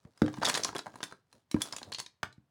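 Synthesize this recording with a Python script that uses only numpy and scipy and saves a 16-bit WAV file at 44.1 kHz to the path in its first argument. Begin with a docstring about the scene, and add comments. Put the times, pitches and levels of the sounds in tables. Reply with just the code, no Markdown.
"""In a small room, jigsaw pieces are shaken out of a cardboard box onto a board, close by.
Two hard bumps make the box's walls boom; softer bumps and dull rubs come from handling it.
After each boom, pieces scrape over the cardboard, knock on the board and click against each other.
Last, the box is set down with a sharp knock. The room adds a short echo and a faint hush."""
import sys
import numpy as np
from scipy import signal
from scipy.fft import rfft, irfft, next_fast_len
from scipy.io import wavfile

SR = 44100
rng = np.random.default_rng(int(sys.argv[2]) if len(sys.argv) > 2 else 0)


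def pcm_store(signal):
    """Save signal as 16-bit PCM."""
    levels = np.round(np.clip(np.atleast_2d(signal), -1, 1) * 32767)
    wavfile.write(sys.argv[1], SR, levels.astype(np.int16).T)


N = 110250
T = np.arange(SR // 2) / SR  # the half second that one hit lasts
PIECE_ECHO_DB = -9.5


def falling_pieces():
    """Each small, stiff piece knocks on the board, clicks and rings as it lands."""
    # Landings: start_s, knock_db, click_db, pitch_hz, brightness_db
    landings = [(.176, -61.5, -59.5, 4980, -2), (.262, -44.5, -47.5, 3260, -12),
                (.2805, -36.5, -49.5, 3050, -17.5), (.34, -45.5, -48.5, 3630, -25.5),
                (.374, -42.5, -61.5, 2900, -8), (.417, -34, -50, 3350, -26.5),
                (.4233, -37, -43, 2830, -19.5), (.429, -30, -42.5, 3270, -18.5),
                (.433, -26.5, -36, 4670, -11.5), (.448, -32, -32.5, 5900, -5), (.452, -52.5, -25, 3570, -9),
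                (.4561, -49, -26.5, 3570, -23.5), (.464, -48.5, -26, 3360, -20),
                (.472, -32.5, -37.5, 3300, -9), (.48, -29.5, -38, 3150, 4), (.486, -40.5, -28, 3380, -2),
                (.49, -34.5, -39.5, 7900, -8.5), (.495, -38, -29, 7850, 1.5), (.498, -28.5, -27, 4320, -2),
                (.542, -38, -29, 3710, -12), (.55, -31, -28, 4110, -12), (.554, -52.5, -30.5, 4090, -12),
                (.557, -35.5, -33.5, 4120, -3.5), (.574, -31, -35, 4700, -2), (.577, -38, -33, 3360, 3),
                (.594, -39, -52, 4750, -21), (.635, -49.5, -26.5, 6230, -13.5),
                (.6467, -42.5, -25.5, 5740, -10.5), (.6507, -32.5, -47.5, 6040, -13),
                (.69, -36, -48.5, 6420, -12), (.7285, -42.5, -65, 3340, 2), (.75, -37, -47.5, 2900, 3),
                (.7565, -32.5, -48.5, 3370, 8.5), (.764, -39, -37.5, 3340, -7), (.782, -46.5, -41, 5100, 3),
                (.7909, -37.5, -36.5, 3990, -14), (.86, -43.5, -60.5, 3800, 17),
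                (.867, -37, -54.5, 4170, -7), (.878, -47, -68, 4300, -9), (.94, -49, -66, 6890, -10.5),
                (.957, -45, -53, 4050, 9.5), (1.005, -43.5, -53.5, 2850, -29),
                (1.03, -34.5, -33.5, 3553, -9), (1.0378, -43, -36, 3540, 0.5), (1.112, -52, -59, 4060, -12),
                (1.124, -43.5, -54.5, 4060, -2), (1.328, -59.5, -57.5, 4104, 4),
                (1.514, -46.5, -39, 4010, 0), (1.565, -37.5, -64.5, 4370, 14),
                (1.6104, -44.5, -48.5, 3460, -7), (1.6185, -47.5, -25.5, 3430, 5.5),
                (1.725, -44, -34.5, 5190, -11.5), (1.734, -40, -49.5, 7100, -2.5),
                (1.7645, -44, -35.5, 6950, -5.5), (1.784, -49, -43.5, 3360, -3),
                (1.8167, -44.5, -67.5, 2900, -18), (1.83, -48.5, -42, 4180, -15),
                (1.92, -42, -43.5, 3870, 2), (1.9244, -56.5, -35.5, 4300, -48),
                (1.936, -55.5, -42.5, 4460, -4), (1.947, -51.5, -32.5, 4270, -23),
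                (1.985, -46, -39, 4540, -9), (1.993, -47, -35.5, 4354, -18.5),
                (2.0, -41.5, -33.5, 4415, -2), (2.063, -54, -44.5, 3806, -14),
                (2.327, -76, -59, 4020, -11.5)]
    # Tones of the board: pitch_hz, relative_db, fade_s
    board_tones = [(310.3, -20, .11), (993, -2, .03), (1414, -10, 0.0086), (1610, -2, .026),
                   (1950, -18, .018)]
    # Tones of a bending piece: pitch_multiple, relative_db, fade_s
    piece_tones = [(1, 6, 0.031), (.66, -11.5, 0.018), (1.22, -15, 0.029), (1.63, -20, 0.042)]
    # Tone colour of a knock, before hardness shifts it: pitch_hz, gain_db
    knock_colour = [(60, -18), (130, -5.5), (600, -3), (1300, 1), (2100, 0.5), (3000, -9), (6000, -27.5),
                    (16000, -49.5)]
    # Tone colour of a click at usual brightness: pitch_hz, gain_db
    click_colour = [(200, -8), (1500, -13), (2600, -8), (3800, 1), (6500, 1), (8300, -4.5), (10000, -4),
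                    (11500, -17.5), (13500, -22), (15300, -19), (17000, -42)]
    usual_brightness_db, treble_hz, swell_s = -5, 6980, 0.00067
    out = np.zeros(N)
    for start_s, knock_db, click_db, pitch_hz, brightness_db in landings:
        hardness = 2 ** (0.066 * (click_db - knock_db))  # less click means a deeper knock
        knock = burst(0.023, lambda hz: curve(knock_colour, hz / hardness))
        knock += amp(-5.5) * scale_hit(ring(board_tones, 1, scatter_db=1.5, detune=0.01))
        treble_db = brightness_db - usual_brightness_db
        click_shape = lambda hz: curve(click_colour, hz) + treble_db / (1 + (treble_hz / (hz + 1)) ** 6)
        click_gain = amp(click_db) / np.sqrt(2)  # split between noisy click and ringing ping
        click = click_gain * burst(0.019, click_shape)
        ping = click_gain * amp(-2.5) * scale_hit(ring(piece_tones, pitch_hz, scatter_db=6))
        add(out, start_s, room(ping, echo_db=-11.5))  # less echo keeps the ping close
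        add(out, start_s, room(amp(knock_db) * scale_hit(knock) + click, PIECE_ECHO_DB))
        # Each click swells in very briefly before the hit.
        swell = burst(swell_s * np.log(1000), click_shape)[:SR // 20][::-1]
        add(out, start_s - len(swell) / SR, amp(click_db - 16.5) * swell)
    return out


def box_bumps():
    """A bump cracks on the edge, pushes the air once and leaves the walls booming; soft ones are duller."""
    # Bumps of the box: start_s, peak_db, cutoff_hz, walls_db, fade_multiple, edge_db
    bumps = [(0.05, -38.5, 130, -20, 1.1, -62), (0.2183, -9.5, 650, 2, 1.134, -28.5),
             (.383, -29, 264, -0.5, 1.6, -55.5), (1.5433, -12, 360, 0.5, 0.7, -40.5),
             (2.2309, -32, 120, -7, 1.6, -27.5), (2.379, -44, 150, -4, 0.85, -76.5)]
    # Wall tones, before tuning and each bump's fade_multiple: pitch_hz, relative_db, fade_s
    wall_tones = [(107.7, -21.5, 0.24), (133, -21, 0.35), (180, -23, .13), (239.6, -13, 0.14),
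                  (309.4, -13, .28), (337, -25, .12), (436.5, -20.5, .12), (536, -22, 0.24)]
    # Tone colour of loose, shuddering cardboard: pitch_hz, gain_db
    shudder_colour = [(50, -29.5), (100, 2), (330, -4.5), (400, -12), (520, -1.5), (700, -22),
                      (3000, -46.5)]
    # Tone colour of the struck edge: pitch_hz, gain_db
    edge_colour = [(60, -29), (620, 0.5), (1000, 1.5), (1400, 3.5), (1750, -0.5), (2150, -1), (3300, -10),
                   (6000, -15.5), (16000, -36)]
    push_hz, rise_s = 218, 0.002
    rise = T / rise_s
    push = amp(4) * (rise * np.exp(1 - rise)) ** 2 * np.cos(2 * np.pi * push_hz * T)
    out = np.zeros(N)
    for start_s, peak_db, cutoff_hz, walls_db, fade_multiple, edge_db in bumps:
        tones = [(hz, db, fade_s * fade_multiple) for hz, db, fade_s in wall_tones]
        walls = ring(tones, tuning=0.98, scatter_db=4)
        walls += amp(-15) * fade(0.18 * fade_multiple) * noise(shudder_colour, len(T))
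        boom = push + amp(walls_db) * walls * (1 - np.exp(-rise))
        boom = colour(boom, lambda hz: -10 * np.log10(1 + (hz / cutoff_hz) ** 4))  # dull the highs
        add(out, start_s, room(amp(peak_db) * boom / np.abs(boom).max(), echo_db=-17.5))
        crack = burst(0.024, lambda hz: curve(edge_colour, hz))
        add(out, start_s, room(amp(edge_db) * crack, echo_db=-11.5))
    return out


def sliding_pieces():
    """Pieces catch on the cardboard and on each other; the many tiny catches blur into a scrape."""
    # Loudness of the sliding over time: time_s, level_db
    slide_levels = [(.15, -79.5), (.24, -63.5), (.4, -57), (0.459, -42), (.56, -45), (.62, -50.5),
                    (.68, -48), (.73, -69.5), (1.1, -63), (1.25, -96.5), (1.352, -69.5), (1.47, -93),
                    (1.63, -47.5), (1.72, -57.5), (2.001, -72), (2.12, -98.5)]
    # Tone colour of the scrape: pitch_hz, gain_db
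    slide_colour = [(50, -19.5), (200, -2), (1100, 2), (2400, -9), (4000, -4.5), (10000, -12.5),
                    (12500, -26), (16000, -18.5)]
    catches_per_s, spread_db = 840, 6
    catches = rng.random(N) < catches_per_s / SR
    strength = amp(spread_db * np.clip(rng.standard_normal(N), -2, 2))
    grains = signal.fftconvolve(catches * strength, fade(0.008))[:N] * rng.standard_normal(N)
    scrape = scale_level(colour(grains, lambda hz: curve(slide_colour, hz)))
    level_db = np.interp(np.arange(N) / SR, *np.transpose(slide_levels))
    return room(scrape * amp(level_db), PIECE_ECHO_DB)


def box_rubs():
    """The box drags in the hand, making soft, dull rubs."""
    # Rubs: middle_s, half_length_s, level_db
    rubs = [(0.073, 0.025, -62), (0.963, 0.035, -58.5), (1.359, 0.024, -63.5), (1.893, 0.034, -52)]
    # Tone colour of a rub: pitch_hz, gain_db
    rub_colour = [(40, -20), (80, 7), (200, 0.5), (700, -4), (3000, -44.5)]
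    t = np.arange(N) / SR
    swells = sum(amp(db) * np.exp(-((t - middle_s) / half_s) ** 2) for middle_s, half_s, db in rubs)
    return swells * noise(rub_colour, N)


def room(sound, echo_db):
    """Sound bounces quickly off the box and table, then dies away in the room."""
    # How long the room rings: pitch_hz, fade_s
    fade_times = [(100, 0.24), (5000, 0.23), (16000, 0.11)]
    # Tone colour of the room's echo: pitch_hz, gain_db
    echo_colour = [(60, -5.5), (250, 7), (700, -4.5), (8000, -3), (16000, 5)]
    hz, t, bands = signal.stft(rng.standard_normal(len(T)), SR, nperseg=256)
    bands = bands * np.exp(-np.log(1000) * t / curve(fade_times, hz)[:, None])
    bands *= amp(curve(echo_colour, hz))[:, None]
    build_up = 1 - np.exp(-(T / 0.0064) ** 2)
    tail = signal.istft(bands, SR, nperseg=256)[1][:len(T)] * build_up
    early = rng.standard_normal(len(T)) * fade(0.095) * build_up
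    echo = tail / np.linalg.norm(tail) + amp(-4) * early / np.linalg.norm(early)
    return sound + signal.fftconvolve(sound, amp(echo_db) * echo)[:len(sound)]


def room_air():
    """The air of the room is a faint, low, steady hush."""
    # Tone colour of the hush: pitch_hz, gain_db
    air_colour = [(25, -5), (110, 7.5), (300, -6.5), (1000, -11.5), (16000, -33.5)]
    return amp(-78) * noise(air_colour, N)


def amp(db):
    """Turn decibels into a multiplier."""
    return 10 ** (np.asarray(db) / 20)


def curve(points, hz):
    """Read between the rows of a (pitch_hz, value) table, spacing octaves evenly."""
    pitches, values = np.transpose(points)
    return np.interp(np.log(hz + 1), np.log(pitches + 1), values)


def fade(fade_s):
    """Die away by 60 dB in fade_s seconds."""
    return np.exp(-np.log(1000) * T / fade_s)


def scale_level(sound):
    """Scale to an average (rms) level of 1."""
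    return sound / np.sqrt(np.mean(sound ** 2) + 1e-20)


def scale_hit(sound):
    """Scale a hit so its first 5 ms have an average (rms) level of 1."""
    return sound / np.sqrt(np.mean(sound[:220] ** 2) + 1e-20)


def colour(sound, gain_db):
    """Turn each pitch up or down by gain_db(hz)."""
    size = 2 * next_fast_len(len(sound))
    shape = irfft(np.log(amp(gain_db(np.fft.rfftfreq(size, 1 / SR))) + 1e-6), size)
    # Fold the filter forward in time so nothing rings before a hit.
    shape[1:size // 2] *= 2
    shape[size // 2 + 1:] = 0
    return irfft(rfft(sound, size) * np.exp(rfft(shape)), size)[:len(sound)]


def noise(points, samples):
    """Steady noise with the tone colour of a table."""
    return scale_level(colour(rng.standard_normal(samples), lambda hz: curve(points, hz)))


def ring(tones, tuning, scatter_db, detune=0):
    """Fading tones of a struck object, a little different at each hit."""
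    return sum(amp(db + scatter_db * rng.normal()) * fade(fade_s)
               * np.sin(2 * np.pi * pitch * tuning * (1 + detune * rng.normal()) * T)
               for pitch, db, fade_s in tones)


def burst(fade_s, gain_db):
    """A short crack of fading noise."""
    hiss = rng.standard_normal(len(T)) * fade(fade_s)
    crack = colour(hiss[:len(T) // 8], gain_db)
    return scale_hit(np.pad(crack, (0, len(T) - len(crack))))


def add(track, start_s, sound):
    """Mix a sound into the track at start_s."""
    i = max(round(start_s * SR), 0)
    track[i:i + len(sound)] += sound[:N - i]


def scene():
    """Pieces and box over the quiet air of the room, in one channel."""
    air = room_air()
    return (falling_pieces() + box_bumps() + sliding_pieces() + box_rubs() + air)[None]


def record(dry):
    """The microphone thins the deep bass, and the very highest treble is cut off."""
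    low_cut_hz, top_hz = 74, 16600
    thin = signal.sosfilt(signal.butter(3, low_cut_hz, "highpass", fs=SR, output="sos"), dry)
    size = next_fast_len(N + SR // 2)
    below_top = np.fft.rfftfreq(size, 1 / SR) < top_hz
    return irfft(rfft(thin, size) * below_top, size)[:, :N]


dry = scene()
out = record(dry)
pcm_store(out)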